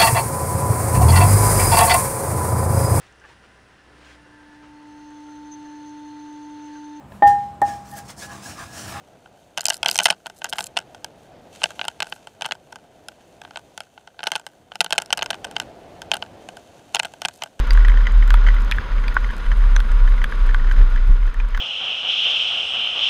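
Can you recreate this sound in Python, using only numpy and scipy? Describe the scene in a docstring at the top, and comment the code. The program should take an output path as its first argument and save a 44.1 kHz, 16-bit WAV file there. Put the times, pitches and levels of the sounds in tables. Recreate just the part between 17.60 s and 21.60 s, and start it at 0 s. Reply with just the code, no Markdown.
"""A low shudder and the roar of hard wheels: a small ride-on car coasts down a wet asphalt road.
We listen from a camera fixed to the car. The shudder is the frame bouncing, steadily at first,
then stumbling. The wheels also rumble through the body and throw up a hissing spray.
Grit knocks and water drops tick on the camera housing, a loose fitting rattles,
and three short gusts buffet the microphone."""
import sys
import numpy as np
from scipy import signal
from scipy.fft import rfft, irfft
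from scipy.io import wavfile

SR = 44100
rng = np.random.default_rng(int(sys.argv[2]) if len(sys.argv) > 2 else 0)


def master_out(mix):
    """Clip the mix to full scale and print it as 16-bit PCM to the path in sys.argv[1]."""
    frames = np.transpose(np.atleast_2d(mix))
    ceiling = np.clip(frames, -1, 1)
    pcm = np.round(ceiling * 32767).astype(np.int16)
    wavfile.write(sys.argv[1], SR, pcm)


N = 176400
T = np.arange(N) / SR
AGE = T[:4096]  # seconds since a short sound began

# how loudly the wheels roll on the asphalt: t/s, level/dB
ROLLING_LEVEL = [(0.0, -35), (0.79, -36.5), (3.35, -37.5), (3.6, -41.3)]


def from_db(db):
    """Turn decibels into a number to multiply a sound by."""
    return 10 ** (np.asarray(db) / 20)


def rms_one(x):
    """Scale a signal so its average strength (rms) is 1."""
    return x / np.sqrt(np.mean(x ** 2) + 1e-20)


def in_time(rows):
    """Join (time, value) rows by straight lines."""
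    return np.interp(T, *np.transpose(rows))


def drift(rate_hz):
    """A smooth random wobble of size about 1; a higher rate wobbles faster."""
    step, warm_up = 40, 2000
    memory = np.exp(-2 * np.pi * rate_hz * step / SR)
    noise = rng.standard_normal(N // step + warm_up + 2)
    slow = signal.lfilter([1], [1, -2 * memory, memory * memory], noise)[warm_up:]
    return np.interp(np.arange(N) / step, np.arange(len(slow)), rms_one(slow))


def coloured(x, colour, resonances=()):
    """Shape the lows and highs by (Hz, dB) points and add ringing peaks; the result has rms 1."""
    hz = np.maximum(np.fft.rfftfreq(N, 1 / SR), 1)
    points_hz, points_db = np.transpose(colour)
    db = np.interp(np.log(hz), np.log(points_hz), points_db)
    for centre, width, gain in resonances:
        db = db + gain / (1 + (2 * (hz - centre) / width) ** 2)
    low_cut = 1 / np.sqrt(1 + (points_hz[0] / hz / 2 ** .5) ** 8)
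    high_cut = 1 / np.sqrt(1 + (hz / points_hz[-1] / 2) ** 8)
    return rms_one(irfft(rfft(x) * from_db(db) * low_cut * high_cut, N))


def dying(t60):
    """A fade that starts at 1 and falls by 60 dB in t60 seconds."""
    return np.exp(-np.log(1000) * AGE / t60)


def ring(modes):
    """The fading tones (Hz, dB, t60) of a struck object, a little different on each blow."""
    return sum(from_db(db + rng.normal(0, 0.19)) * np.sin(2 * np.pi * hz * AGE) * dying(t60)
               for hz, db, t60 in modes)


def burst(noise, db, t60):
    """A short piece of noise that fades away."""
    start = rng.integers(N - len(AGE))
    return from_db(db) * noise[start:start + len(AGE)] * dying(t60)


def add(out, s, sound):
    """Mix a sound in at s seconds."""
    i = max(int(s * SR), 0)
    out[i:i + len(sound)] += sound[:max(N - i, 0)]


def wheels():
    """Hard wheels shake the body, roar on the asphalt and throw up a grainy spray."""
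    # tone of the road rumble: f/Hz, level/dB
    rumble_colour = [(25, 21.5), (44, 26.5), (65, 2), (160, -7), (300, -12.5), (900, -36)]
    # where the car body rings: f/Hz, width/Hz, boost/dB
    body_peaks = [(89, 1.5, 15.3), (142.4, 28, 6.1), (220, 58, 10.1)]
    # tone of the roar: f/Hz, level/dB
    roar_colour = [(300, -3), (500, 1.5), (740, -7), (1000, 0), (1450, 2), (2800, -9), (3700, -10.5),
                   (5500, -28), (6400, -21), (7500, -38)]
    # where the camera housing rings: f/Hz, width/Hz, boost/dB
    housing_peaks = [(968, 50, 6.2), (1130, 105, 4.5), (1436, 57, 7.4), (5030, 370, 9.7)]
    # loudness of the spray off the tyres: t/s, level/dB
    spray_level = [(0.0, -80), (1.97, -63.5), (4.0, -73)]
    # tone of the spray: f/Hz, level/dB
    spray_colour = [(2500, -30), (6500, -2.5), (8000, -0.5), (9700, 4), (15000, -17)]
    white = rng.standard_normal((3, N))
    rolling_db = in_time(ROLLING_LEVEL)
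    rumble_db = -24.5 + 1.7 * (rolling_db - rolling_db.mean()) + 0.5 * drift(17)
    rumble = from_db(rumble_db) * coloured(white[0], rumble_colour, body_peaks)
    roar = from_db(rolling_db + 1.2 * drift(37)) * coloured(white[1], roar_colour, housing_peaks)
    grain = from_db(2.5 * drift(260))
    spray = from_db(in_time(spray_level)) * coloured(white[2] * grain, spray_colour)
    return rumble + roar + spray


def wind():
    """Gusts hit the microphone as short, low puffs of noise."""
    # the peak of each gust: t/s, level/dB
    gusts = [(1.188, -26), (3.203, -20.5), (3.497, -22)]
    width_s = 0.012
    swell = sum(from_db(db) * np.exp(-.5 * ((T - s) / width_s) ** 2) for s, db in gusts)
    return swell * coloured(rng.standard_normal(N), [(65, 0), (140, -14), (900, -38)])


def drops():
    """Water thrown up by the wheels ticks on the housing; finer drops land at random."""
    # the bigger drops: t/s, relative level/dB
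    big_drops = [(0.0717, -37), (0.1332, -28.5), (0.5217, -38.5), (0.6777, -35), (0.946, -38),
                 (1.1598, -39), (1.544, -32.5), (2.3175, -39), (2.866, -40.5), (3.1228, -34.5),
                 (3.476, -42.5)]
    # tone of a splash: f/Hz, level/dB
    splash_colour = [(3000, 9.5), (12500, 1), (15500, -18)]
    fine_per_s, fade_s = 24, 0.01
    out = np.zeros(N)
    splash = coloured(rng.standard_normal(N), splash_colour)
    for s, db in big_drops:
        add(out, s, burst(splash, db - 0.5, fade_s))
    for s in T[rng.random(N) < fine_per_s / SR]:
        fine_db = -48 + 3.5 * min(rng.normal(), 2)
        add(out, s, burst(splash, fine_db, fade_s))
    return out


def rattles():
    """A loose fitting taps and scrapes, with faint chatter that is louder when the wheels are."""
    # taps of the fitting: t/s, relative level/dB, f/Hz
    taps = [(.248, -20, 1920), (.2956, -22, 1960), (.34, -29, 1660), (.372, -24.5, 1820),
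            (.4685, -16.5, 1994), (.6247, -27.5, 1860), (.865, -22, 1970), (.8715, -19, 1510),
            (.886, -19, 1950), (1.6443, -26.5, 2060), (1.705, -28, 1680), (1.916, -23, 1800),
            (2.475, -24, 1760), (2.6163, -25, 1880), (2.891, -26, 1740), (3.112, -21.5, 1640),
            (3.36, -28, 1660), (3.7999, -26.5, 2430), (3.9468, -21, 1860)]
    # higher tones in every tap: f/Hz, relative level/dB, fade time/s
    upper_tones = [(3060, -8, 0.017), (6250, -23, 0.012)]
    chatter_per_s, rise_s, fade_s = 12, 0.00091, 0.019
    out = np.zeros(N)
    rolling_db = in_time(ROLLING_LEVEL)
    chatter_db = -32.5 + rolling_db - rolling_db.mean()
    scrape = coloured(rng.standard_normal(N), [(1100, -6), (1900, 1), (2600, -23)])
    moments = np.flatnonzero(rng.random(N) < chatter_per_s / SR)
    chatter = [(T[i], chatter_db[i], rng.uniform(1230, 2238)) for i in moments]
    onset = 1 - np.exp(-(AGE / rise_s) ** 2)
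    for s, db, hz in list(taps) + chatter:
        tones = ring([(hz, 0, fade_s)] + list(upper_tones))
        contact = tones + burst(scrape, db=-8.5, t60=2 * fade_s)
        add(out, s, from_db(db + 6.5) * contact * onset)
    return out


def grit():
    """Grit strikes the housing with a sharp tick and a hollow knock; a few bits also clink on metal."""
    # the strikes: t/s, relative knock level/dB, knock f/Hz, relative tick level/dB
    strikes = [(0.107, -15, 1970, -31), (0.1744, -15.5, 1600, -37.5), (0.2837, -17, 1630, -30),
               (0.7053, -12.5, 1560, -26), (0.741, -11.5, 1260, -24), (1.1133, -15, 1700, -24.5),
               (1.1213, -8, 2430, -33), (1.184, -13.5, 1620, -43), (1.4809, -18, 2380, -32),
               (1.5669, -3, 1473, -79), (2.1637, -13, 1560, -23), (2.2032, -21.5, 1520, -27.5),
               (2.6416, -12.5, 1640, -27), (2.7232, -18, 1600, -42), (2.9454, -11, 1525, -34),
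               (3.9754, -20, 1495, -32.5)]
    # tones in a knock: multiple of its pitch, relative level/dB, fade time/cycles of its pitch
    knock_tones = [(0.771, -5.5, 31), (0.998, 2, 19.3), (1.38, -6, 15.6), (2.1, -17, 29)]
    # tone of a tick: f/Hz, level/dB
    tick_colour = [(1500, -11.5), (3400, 22), (5200, -3), (6200, 6.5), (7300, -8), (11500, -0.5),
                   (15500, -35)]
    # dry metal clinks: t/s, level/dB, f/Hz
    clinks = [(0.107, -16.5, 4710), (1.4814, -26.5, 4600), (2.1632, -20.5, 6130)]
    rise_s, usual_tick_db = 0.00062, -11
    out = np.zeros(N)
    crack = coloured(rng.standard_normal(N), tick_colour)
    onset = 1 - np.exp(-(AGE / rise_s) ** 2)
    for s, db, hz, tick_db in strikes:
        # a weak tick beside its knock means a softer hit, so the high tones are quieter
        db_per_octave = 0.51 * min(tick_db - db - usual_tick_db, 0)
        knock = ring([(hz * ratio, level + db_per_octave * max(np.log2(ratio), 0), cycles / hz)
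                      for ratio, level, cycles in knock_tones])
        add(out, s, from_db(db + 4.5) * knock * onset)
        add(out, s, burst(crack, tick_db + 7.5, t60=0.006))
    for s, db, hz in clinks:
        add(out, s, ring([(hz, db, 0.014)]))
    return out


def bodywork(contacts):
    """The panels ring at many pitches at once, leaving a brief tail on every contact."""
    tail = rng.standard_normal(len(AGE)) * dying(t60=0.035)
    ringing = signal.fftconvolve(contacts, tail / np.linalg.norm(tail))[:N]
    return contacts + from_db(-12) * ringing


def shudder():
    """The frame bounces at its lowest natural pitch, uneven in speed and strength."""
    # overall strength of the bounce: t/s, level/dB
    strength = [(0, -15.5), (.15, -8.5), (.9, -9), (1.1, -18), (1.75, -19.5), (1.95, -11), (2.4, -9.5),
                (3, -13.5), (4, -14)]
    # pitch of the bounce: t/s, f/Hz
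    pitch = [(0, 38.27), (1.9, 35.31), (2.6, 31.16), (4, 32.04)]
    # a steady drone at first, then it stumbles: t/s, unevenness from 0 to 1
    stumbling = [(.9, .3), (1.3, 1)]
    # brief surges and stalls: t/s, level change/dB, half-width/s
    surges = [(.46, -6.5, 0.043), (1.25, -33, 0.034), (1.393, 10, 0.042), (1.822, -16.5, 0.021),
              (2.69, -13, 0.061), (3.23, 7.5, 0.052), (3.517, 9.5, 0.025), (3.728, -15.5, 0.02)]
    uneven = in_time(stumbling)
    hz = in_time(pitch) * (1 + .075 * uneven * drift(16.0))
    surge_db = sum(db * np.exp(-.5 * ((T - s) / width) ** 2) for s, db, width in surges)
    dip_db = 3.5 * uneven * np.minimum(drift(11.76), .5)  # capped, so it dips more than it rises
    level = from_db(in_time(strength) + surge_db + dip_db)
    return level * np.sqrt(2) * np.sin(2 * np.pi * np.cumsum(hz) / SR)


def scene():
    """All the sounds meet at one microphone."""
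    ride = shudder() + wind() + wheels()
    contacts = grit() + drops() + rattles()
    return (ride + bodywork(contacts))[None]


def record(dry):
    """Flatten the loudest peaks and cut the very highest treble."""
    stop_hz = 16952
    treble_cut = signal.cheby2(12, 70, stop_hz, fs=SR, output="sos")
    return signal.sosfilt(treble_cut, np.clip(dry, -.95, .95))


dry = scene()
out = record(dry)
master_out(out)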